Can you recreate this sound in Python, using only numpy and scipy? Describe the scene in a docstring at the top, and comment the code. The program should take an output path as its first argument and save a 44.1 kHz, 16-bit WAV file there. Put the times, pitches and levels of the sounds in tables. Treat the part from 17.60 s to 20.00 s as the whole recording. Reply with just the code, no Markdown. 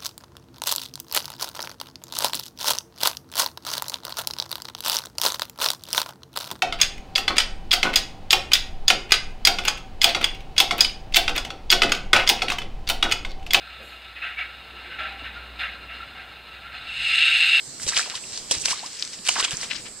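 """Rubber boots in wet mud.

Three steps on a forest trail. Each squeezes out clouds of tiny bursting bubbles; air pockets pop,
a few larger bubbles gulp upward in pitch, and the heel thuds softly. The mud sounds scatter off
legs, ground and trees. Behind them: a faint low rumble and the steady hiss of insects."""
import sys
import numpy as np
from scipy import signal
from scipy.fft import rfft, irfft, next_fast_len
from scipy.io import wavfile
from scipy.ndimage import uniform_filter1d, map_coordinates

SR = 44100
rng = np.random.default_rng(int(sys.argv[2]) if len(sys.argv) > 2 else 0)


def store_wav(level_fs):
    """Save 16-bit WAV to argv[1]."""
    pcm = np.round(np.clip(np.atleast_2d(level_fs), -1, 1) * 32767)
    wavfile.write(sys.argv[1], SR, pcm.T.astype(np.int16))


N = 105840

# Mud and water squirting under the boots. Each row: peak time, rise and fall in seconds,
# level in dB, bubble pitch in Hz, pitch spread in octaves.
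SQUIRTS = [ (.236, 0.026, .018, -37, 5930, 0.8), (.29, 0.013, 0.011, -25, 4760, 0.64),
           (0.332, 0.014, 0.01, -36, 2040, 0.68), (0.369, 0.0088, 0.022, -24.5, 2770, 0.56),
           (0.395, 0.048, 0.028, -27.5, 3760, 0.82), (0.464, 0.044, 0.027, -40.5, 3200, 0.46),
           (0.475, .008, 0.0063, -38, 760, 0.16), (0.524, 0.021, 0.0064, -37.5, 2100, 0.67),
           (0.556, 0.011, 0.018, -33.5, 3330, 0.77), (.76, 0.087, .06, -41, 4170, 0.53),
           (.78, 0.22, 0.13, -53.5, 730, 0.41), (0.9116, 0.00025, 0.0044, -20, 5400, 1.1),
           (0.9145, 0.00042, 0.0031, -31, 610, 0.75), (0.916, 0.0042, 0.011, -23.5, 4900, 0.37),
           (0.944, 0.029, .03, -31, 4060, 0.64), (0.947, 0.004, 0.012, -34, 1200, 0.7),
           (1.016, 0.011, 0.01, -34.5, 6840, 0.43), (1.058, 0.0033, 0.0031, -18, 3480, 0.71),
           (1.108, 0.043, 0.025, -28, 4000, 0.82), (1.18, 0.054, 0.055, -40, 2900, 0.53),
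           (1.271, 0.014, 0.006, -38, 3920, 0.87), (1.43, 0.21, 0.11, -43, 3720, 0.71),
           (1.539, 0.014, 0.022, -41, 3720, .9), (1.675, 0.014, 0.0065, -27.5, 4070, 0.81),
           (1.691, 0.0031, 0.0024, -17.5, 5500, 1.07), (1.702, 0.017, 0.089, -31.5, 4070, 0.62),
           (1.763, 0.0046, 0.022, -29.5, 1570, 0.56), (1.795, .014, 0.0098, -28, 1060, 0.27),
           (1.803, 0.023, 0.011, -26, 3360, 0.64), (1.81, .002, 0.0027, -25, 4500, 1.2),
           (1.85, 0.013, 0.0058, -21.5, 3000, 0.65), (1.885, 0.022, 0.014, -36.5, 2600, 0.37),
           (1.914, 0.002, 0.036, -33, 3360, 1.08), (2.035, 0.036, 0.023, -33.5, 3060, 0.92),
           (2.114, 0.011, 0.011, -30.5, 2440, 0.42), (2.158, .022, 0.027, -36.5, 2950, 0.59),
           (2.264, 0.0087, 0.014, -41, 2370, 0.57)]
# Air pockets. Each row: start in seconds, level in dB, pitch in Hz, swell in cycles.
POPS = [ (0.199, -25, 1670, 0.3), (0.2668, -21, 3380, .45), (.268, -27.5, 530, 0.31),
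        (0.2815, -23.5, 920, .25), (.3232, -20, 3800, .6), (0.3232, -25, 1180, .7), (.333, -21, 1800, 1.4),
        (.347, -19, 3760, 0.99), (0.3655, -16, 3080, 0.43), (0.3682, -3.5, 2900, 0.5),
        (.3762, -20.5, 900, 0.29), (0.3758, -10, 6060, .7), (0.386, -13, 4170, 0.79),
        (0.394, -10.5, 1620, 0.76), (0.428, -25, 2500, 2.6), (0.46, -28.5, 920, 0.43),
        (.4996, -14.5, 3950, 0.29), (0.506, -20, 2610, 0.32), (.5534, -20.5, 3350, 0.34),
        (0.556, -27.5, 2960, 3.7), (.577, -24, 2640, 0.39), (.639, -30, 2580, 1.8), (.739, -22, 4800, 0.25),
        (.776, -15.5, 4460, 0.36), (.9118, -15.5, 590, 0.23), (0.9109, -12, 3110, 1.26),
        (0.984, -21, 5200, 0.59), (1.006, -33, 4800, .6), (1.039, -27, 2640, 2.7), (1.0561, -9.5, 2500, .4),
        (1.0576, -20, 3400, 0.3), (1.083, -16, 2520, 0.73), (1.0832, -22.5, 760, 0.39),
        (1.1025, -22, 4100, 0.33), (1.114, -24, 700, 0.28), (1.1169, -15.5, 1970, 0.45),
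        (1.1227, -21, 5100, 0.79), (1.1931, -28, 4230, 2.9), (1.2615, -26, 5060, 1.3),
        (1.396, -25.5, 5500, 1.8), (1.4244, -54, 4500, 1.5), (1.4248, -9.5, 3980, 0.43),
        (1.451, -21, 5040, 0.35), (1.476, -19.5, 4500, 0.18), (1.533, -23, 4070, 0.3),
        (1.589, -29, 3500, .5), (1.6863, -8, 2730, 0.68), (1.6898, -8, 2840, 1.1),
        (1.6898, -15.5, 940, 0.73), (1.757, -17, 2090, 0.83), (1.798, -15, 3600, 0.3),
        (1.811, -24, 3720, 0.81), (1.827, -13.5, 3040, 1.4), (1.827, -24.5, 446, 0.23),
        (1.849, -15.5, 3130, 2), (1.859, -22, 2620, .9), (1.88, -30.5, 1020, 0.77),
        (1.9094, -21, 3040, 1.2), (1.9087, -18, 6540, 0.45), (1.9191, -20.5, 1620, 0.37),
        (1.931, -23, 3180, 0.87), (1.97, -20, 6700, 1.6), (2.013, -25, 5300, 1.8),
        (2.0321, -15, 2400, 0.23), (2.11, -17, 2800, 1.2), (2.114, -21.5, 2430, 1.5),
        (2.133, -18.5, 2750, 0.66)]
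# Large bubbles. Each row: start in seconds, level in dB, first and last pitch in Hz,
# glide and decay in seconds.
GULPS = [(.539, -26.5, 810, 1165, 0.0049, 0.0052), (1.128, -18, 810, 1290, 0.005, 0.0054),
         (1.23, -27, 654, 1287, 0.016, .012), (1.76, -15.5, 660, 1466, 0.0059, 0.0034),
         (1.778, -19, 690, 960, 0.0036, 0.005), (1.792, -29, 855, 1140, 0.0088, 0.0069),
         (1.818, -25, 1380, 1550, .006, 0.0098)]
# Heels and soles on soft ground. Each row: start in seconds, level in dB, pitch in Hz, swell in seconds.
THUDS = [(.072, -36.5, 130, .009), (.243, -29.5, 120, 0.0042), (0.261, -31, 50.3, 0.0043),
         (.558, -38, 89.5, 0.003), (0.969, -27, 81, 0.0037), (1.258, -39.5, 290, 0.004),
         (1.588, -36, 196, 0.0066), (1.932, -21.5, 126, 0.0042)]
# Direction of the mud sounds. Each row: time in seconds, left minus right in dB.
MUD_PAN = [(.3, -1.5), (.55, -0.5), (1.05, -1.5), (1.45, 3), (1.7, -2), (2.03, -0.5), (2.11, 8.5),
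           (2.3, 10.5)]
# Low rumble envelope. Each row: time in seconds, level in dB.
RUMBLE_LEVEL = [(0, -57), (.17, -55), (.27, -44), (.45, -62.5), (.9, -49), (1.02, -45), (1.2, -61),
                (1.5, -58), (1.8, -58), (2.2, -46.5), (2.4, -55)]
# Forest and insect hiss. Each row: frequency in Hz, relative density in dB.
FOREST_SPECTRUM = [(25, -11), (60, -11), (130, -2), (230, -1), (450, -1.5), (800, -7), (1500, -9.5),
                   (3300, -13), (4500, -7.5), (6300, -11.5), (7100, -8.5), (7900, -4), (8700, -13.5),
                   (10000, -14.5), (15000, -14.5)]
# Slow drift of the hiss. Each row: time in seconds, gain in dB.
FOREST_DRIFT = [(0, 1.5), (.8, 1), (1.4, -1), (2.1, 1), (2.4, -2)]
# Diffuse sound at the two microphones. Each row: frequency in Hz, coherence from 0 to 1.
COHERENCE = [(30, 0.5), (130, 0.94), (500, 0.98), (1400, 0.91), (3100, 0.56), (6000, 0.01)]
# Microphone ports, left then right. 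Each row: resonance in Hz, Q.
MIC_PORTS = [(5400, 2.67), (8000, 4.1)]
# Response shared by both microphones. Each row: frequency in Hz, gain in dB.
MIC_RESPONSE = [(100, -3), (1000, -0.5), (3000, -0.5), (5000, 1), (8000, 1), (10000, 0), (12000, -1),
                (15500, -4.5)]


def squelch(rate_per_s, cycles, scatter_db, bands=28, max_bubbles=1400):
    """Bubble clouds burst under each squirt; the rate per band grows with the root of its pitch."""
    peak_s, rise_s, fall_s, db, centre_hz, spread_oct = np.transpose(SQUIRTS)[:, :, None]
    pitches_hz, out = np.geomspace(250, 14000, bands), np.zeros(N)
    shares = np.exp(-.5 * (np.log2(pitches_hz / centre_hz) / spread_oct) ** 2)
    shares /= shares.sum(1, keepdims=True)
    for hz, share in zip(pitches_hz, shares.T):
        count = max(int(rate_per_s * np.sqrt(hz / pitches_hz.mean()) * N / SR), 2)
        starts = rng.random(max_bubbles)[:count] * N
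        excess = rng.exponential(1, max_bubbles)[:count]
        signs = rng.choice([-1, 1], max_bubbles)[:count]
        age_s = starts / SR - peak_s
        squirt_power = amp(db) ** 2 * np.exp(-2 * np.maximum(-age_s / rise_s, age_s / fall_s))
        gains = unit(signs * amp(scatter_db * np.minimum(excess, 3)))
        gains *= np.sqrt(share @ squirt_power * N / len(starts))
        ring = bubble(hz, cycles * 2 ** rng.uniform(-0.54, 1), size=512)
        ring /= np.linalg.norm(ring)
        indices = starts.astype(int)[:, None] + np.arange(len(ring))
        out += np.bincount(indices.ravel(), np.outer(gains, ring).ravel(), N)[:N]
    return out


def bubble(hz, cycles, size=2048, pitch_creep=0.0072):
    """A damped bubble: peaks after `cycles`, then dies, its pitch creeping up."""
    turns = hz * np.arange(size) / SR
    age = turns / max(cycles, .1)
    return age * np.exp(1 - age) * np.sin(2 * np.pi * turns * (1 + pitch_creep * np.minimum(age, 10)))


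def pops(main_db=-1, spatter_db=-19.5, spatter_s=0.00067, follow_db=-10, follow_s=.004, detune_oct=0.33):
    """Air pockets break open, each setting off a droplet spatter and three weaker neighbours."""
    out, t = np.zeros(N), np.arange(2048) / SR
    for start_s, db, hz, cycles in POPS:
        spatter = unit(np.diff(rng.standard_normal(len(t) + 1))) * np.exp(-t / spatter_s)
        add(out, start_s, amp(db) * (amp(main_db) * bubble(hz, cycles) + amp(spatter_db) * spatter))
        for lag, detune in rng.random((3, 2)):
            neighbour = bubble(hz * 2 ** (detune_oct * (2 * detune - 1)), 1.6 * cycles)
            add(out, start_s + follow_s * lag, amp(db + follow_db - 5.8 * lag) * neighbour)
    return out


def gulps(attack_s=0.0014):
    """Large bubbles ring and rise in pitch as they surface."""
    out, t = np.zeros(N), np.arange(SR // 10) / SR
    for start_s, db, first_hz, last_hz, glide_s, decay_s in GULPS:
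        hz = last_hz + (first_hz - last_hz) * np.exp(-t / glide_s)
        envelope = (1 - np.exp(-t / attack_s)) * np.exp(-t / decay_s)
        add(out, start_s, amp(db) * envelope * np.sin(2 * np.pi * np.cumsum(hz) / SR))
    return out


def heel_thuds(push_db=-5, ground_db=-9, cutoff_hz=200, rise_s=0.0041, fall_s=.011):
    """A low push and a dull ground rumble as the weight lands or shifts."""
    out, t = np.zeros(N), np.arange(6000) / SR
    for start_s, db, hz, swell_s in THUDS:
        push = bubble(hz, hz * swell_s, size=len(t))
        ground = unit(lowpass(rng.standard_normal(len(t)), cutoff_hz))
        ground *= (1 - np.exp(-t / rise_s)) * np.exp(-t / fall_s)
        add(out, start_s, amp(db) * (amp(push_db) * push + amp(ground_db) * ground))
    return out


def echo(x, decay_s, width, side_hz=1330, size=16384):
    """Diffuse reflections, down by 1/e in decay_s; width adds antiphase treble."""
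    t = np.arange(size) / SR
    side = signal.sosfilt(signal.butter(1, side_hz, "high", fs=SR, output="sos"),
                          rng.standard_normal(size))
    envelope = np.exp(-t / decay_s) * (1 - np.exp(-10 * t / decay_s))
    tail = (diffuse(size) + width * np.array([side, -side])) * envelope
    return signal.fftconvolve(x[None], tail / np.linalg.norm(tail[0]), axes=1)[:, :N]


def low_rumble(cutoff_hz=330):
    """Faint low noise that swells and fades."""
    return unit(lowpass(diffuse(N), cutoff_hz)) * amp(over_time(RUMBLE_LEVEL))


def forest(level_db=-45.5, patch_db=2.1):
    """Insect hiss over a low wash, wavering in small patches of time and pitch."""
    hz, _, spectra = signal.stft(diffuse(N), SR, nperseg=1024, noverlap=768)
    patches = uniform_filter1d(rng.standard_normal(spectra.shape[1:]), size=9, axis=0)
    patches = unit(uniform_filter1d(patches, size=14, axis=1))
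    spectra *= amp(over_frequency(FOREST_SPECTRUM, hz)[:, None] + patch_db * patches)
    hiss = signal.istft(spectra, SR, nperseg=1024, noverlap=768)[1][:, :N]
    return amp(level_db + over_time(FOREST_DRIFT)) * unit(hiss)


def diffuse(size):
    """Two white noises, alike in the bass, unrelated in the treble."""
    left, other = rfft(rng.standard_normal((2, size)))
    coherence = over_frequency(COHERENCE, np.fft.rfftfreq(size, 1 / SR))
    right = coherence * left + np.sqrt(1 - coherence ** 2) * other
    return irfft(np.array([left, right]), size)


def place(x, pan_db, max_lead_s=5e-5, knee_db=3.5):
    """Sound is louder and earlier at the nearer microphone."""
    shift = max_lead_s * SR * np.tanh(pan_db / knee_db) / 2
    return np.array([amp(side * pan_db / 2) * map_coordinates(x, [np.arange(N) + side * shift], order=3)
                     for side in (1, -1)])


def amp(db):
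    return 10 ** (np.asarray(db) / 20)


def unit(x):
    """Scales to rms 1."""
    return x / np.sqrt(np.mean(x ** 2) + 1e-20)


def lowpass(x, hz):
    return signal.sosfilt(signal.butter(2, hz, fs=SR, output="sos"), x)


def over_time(table):
    return np.interp(np.arange(N) / SR, *np.transpose(table))


def over_frequency(table, hz):
    table_hz, values = np.transpose(table)
    return np.interp(np.log(hz + 1), np.log(table_hz + 1), values)


def add(mix, start_s, sound):
    part = mix[max(round(start_s * SR), 0):][:len(sound)]
    part += sound[:len(part)]


def scene(sole_edge_db=1.96):
    """Steps squirting from both edges of the sole, their echoes, and the forest."""
    pan_db = over_time(MUD_PAN)
    mud = place(pops() + gulps(), pan_db)
    for edge in (1, -1):
        fizz = amp(-3.5) * squelch(rate_per_s=230, cycles=0.49, scatter_db=3.5)
        plips = amp(-8) * squelch(rate_per_s=36, cycles=2.06, scatter_db=3)
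        mud += place(fizz + plips, pan_db + edge * sole_edge_db)
    mono = mud.mean(0)
    near_echo = amp(-11.5) * echo(mono, decay_s=0.0051, width=1.5)  # legs and ground
    tree_echo = amp(-14.5) * echo(mono, decay_s=0.07, width=0.47)
    return mud + near_echo + tree_echo + heel_thuds() + low_rumble() + forest()


def record(dry, cutoff_hz=15800):
    """Each microphone's port resonance, the shared response, then the band limit."""
    size = next_fast_len(N + 4096)
    hz = np.fft.rfftfreq(size, 1 / SR)
    ports = np.array([1 / (1 - (hz / port_hz) ** 2 + 1j * hz / (port_hz * q))
                      for port_hz, q in MIC_PORTS])
    heard = irfft(rfft(dry, size) * ports * amp(over_frequency(MIC_RESPONSE, hz)), size)[:, :N]
    band_limit = signal.firwin(511, cutoff_hz, window=("kaiser", 9), fs=SR)
    return signal.oaconvolve(heard, band_limit[None], "same")


dry = scene()
out = record(dry)
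store_wav(out)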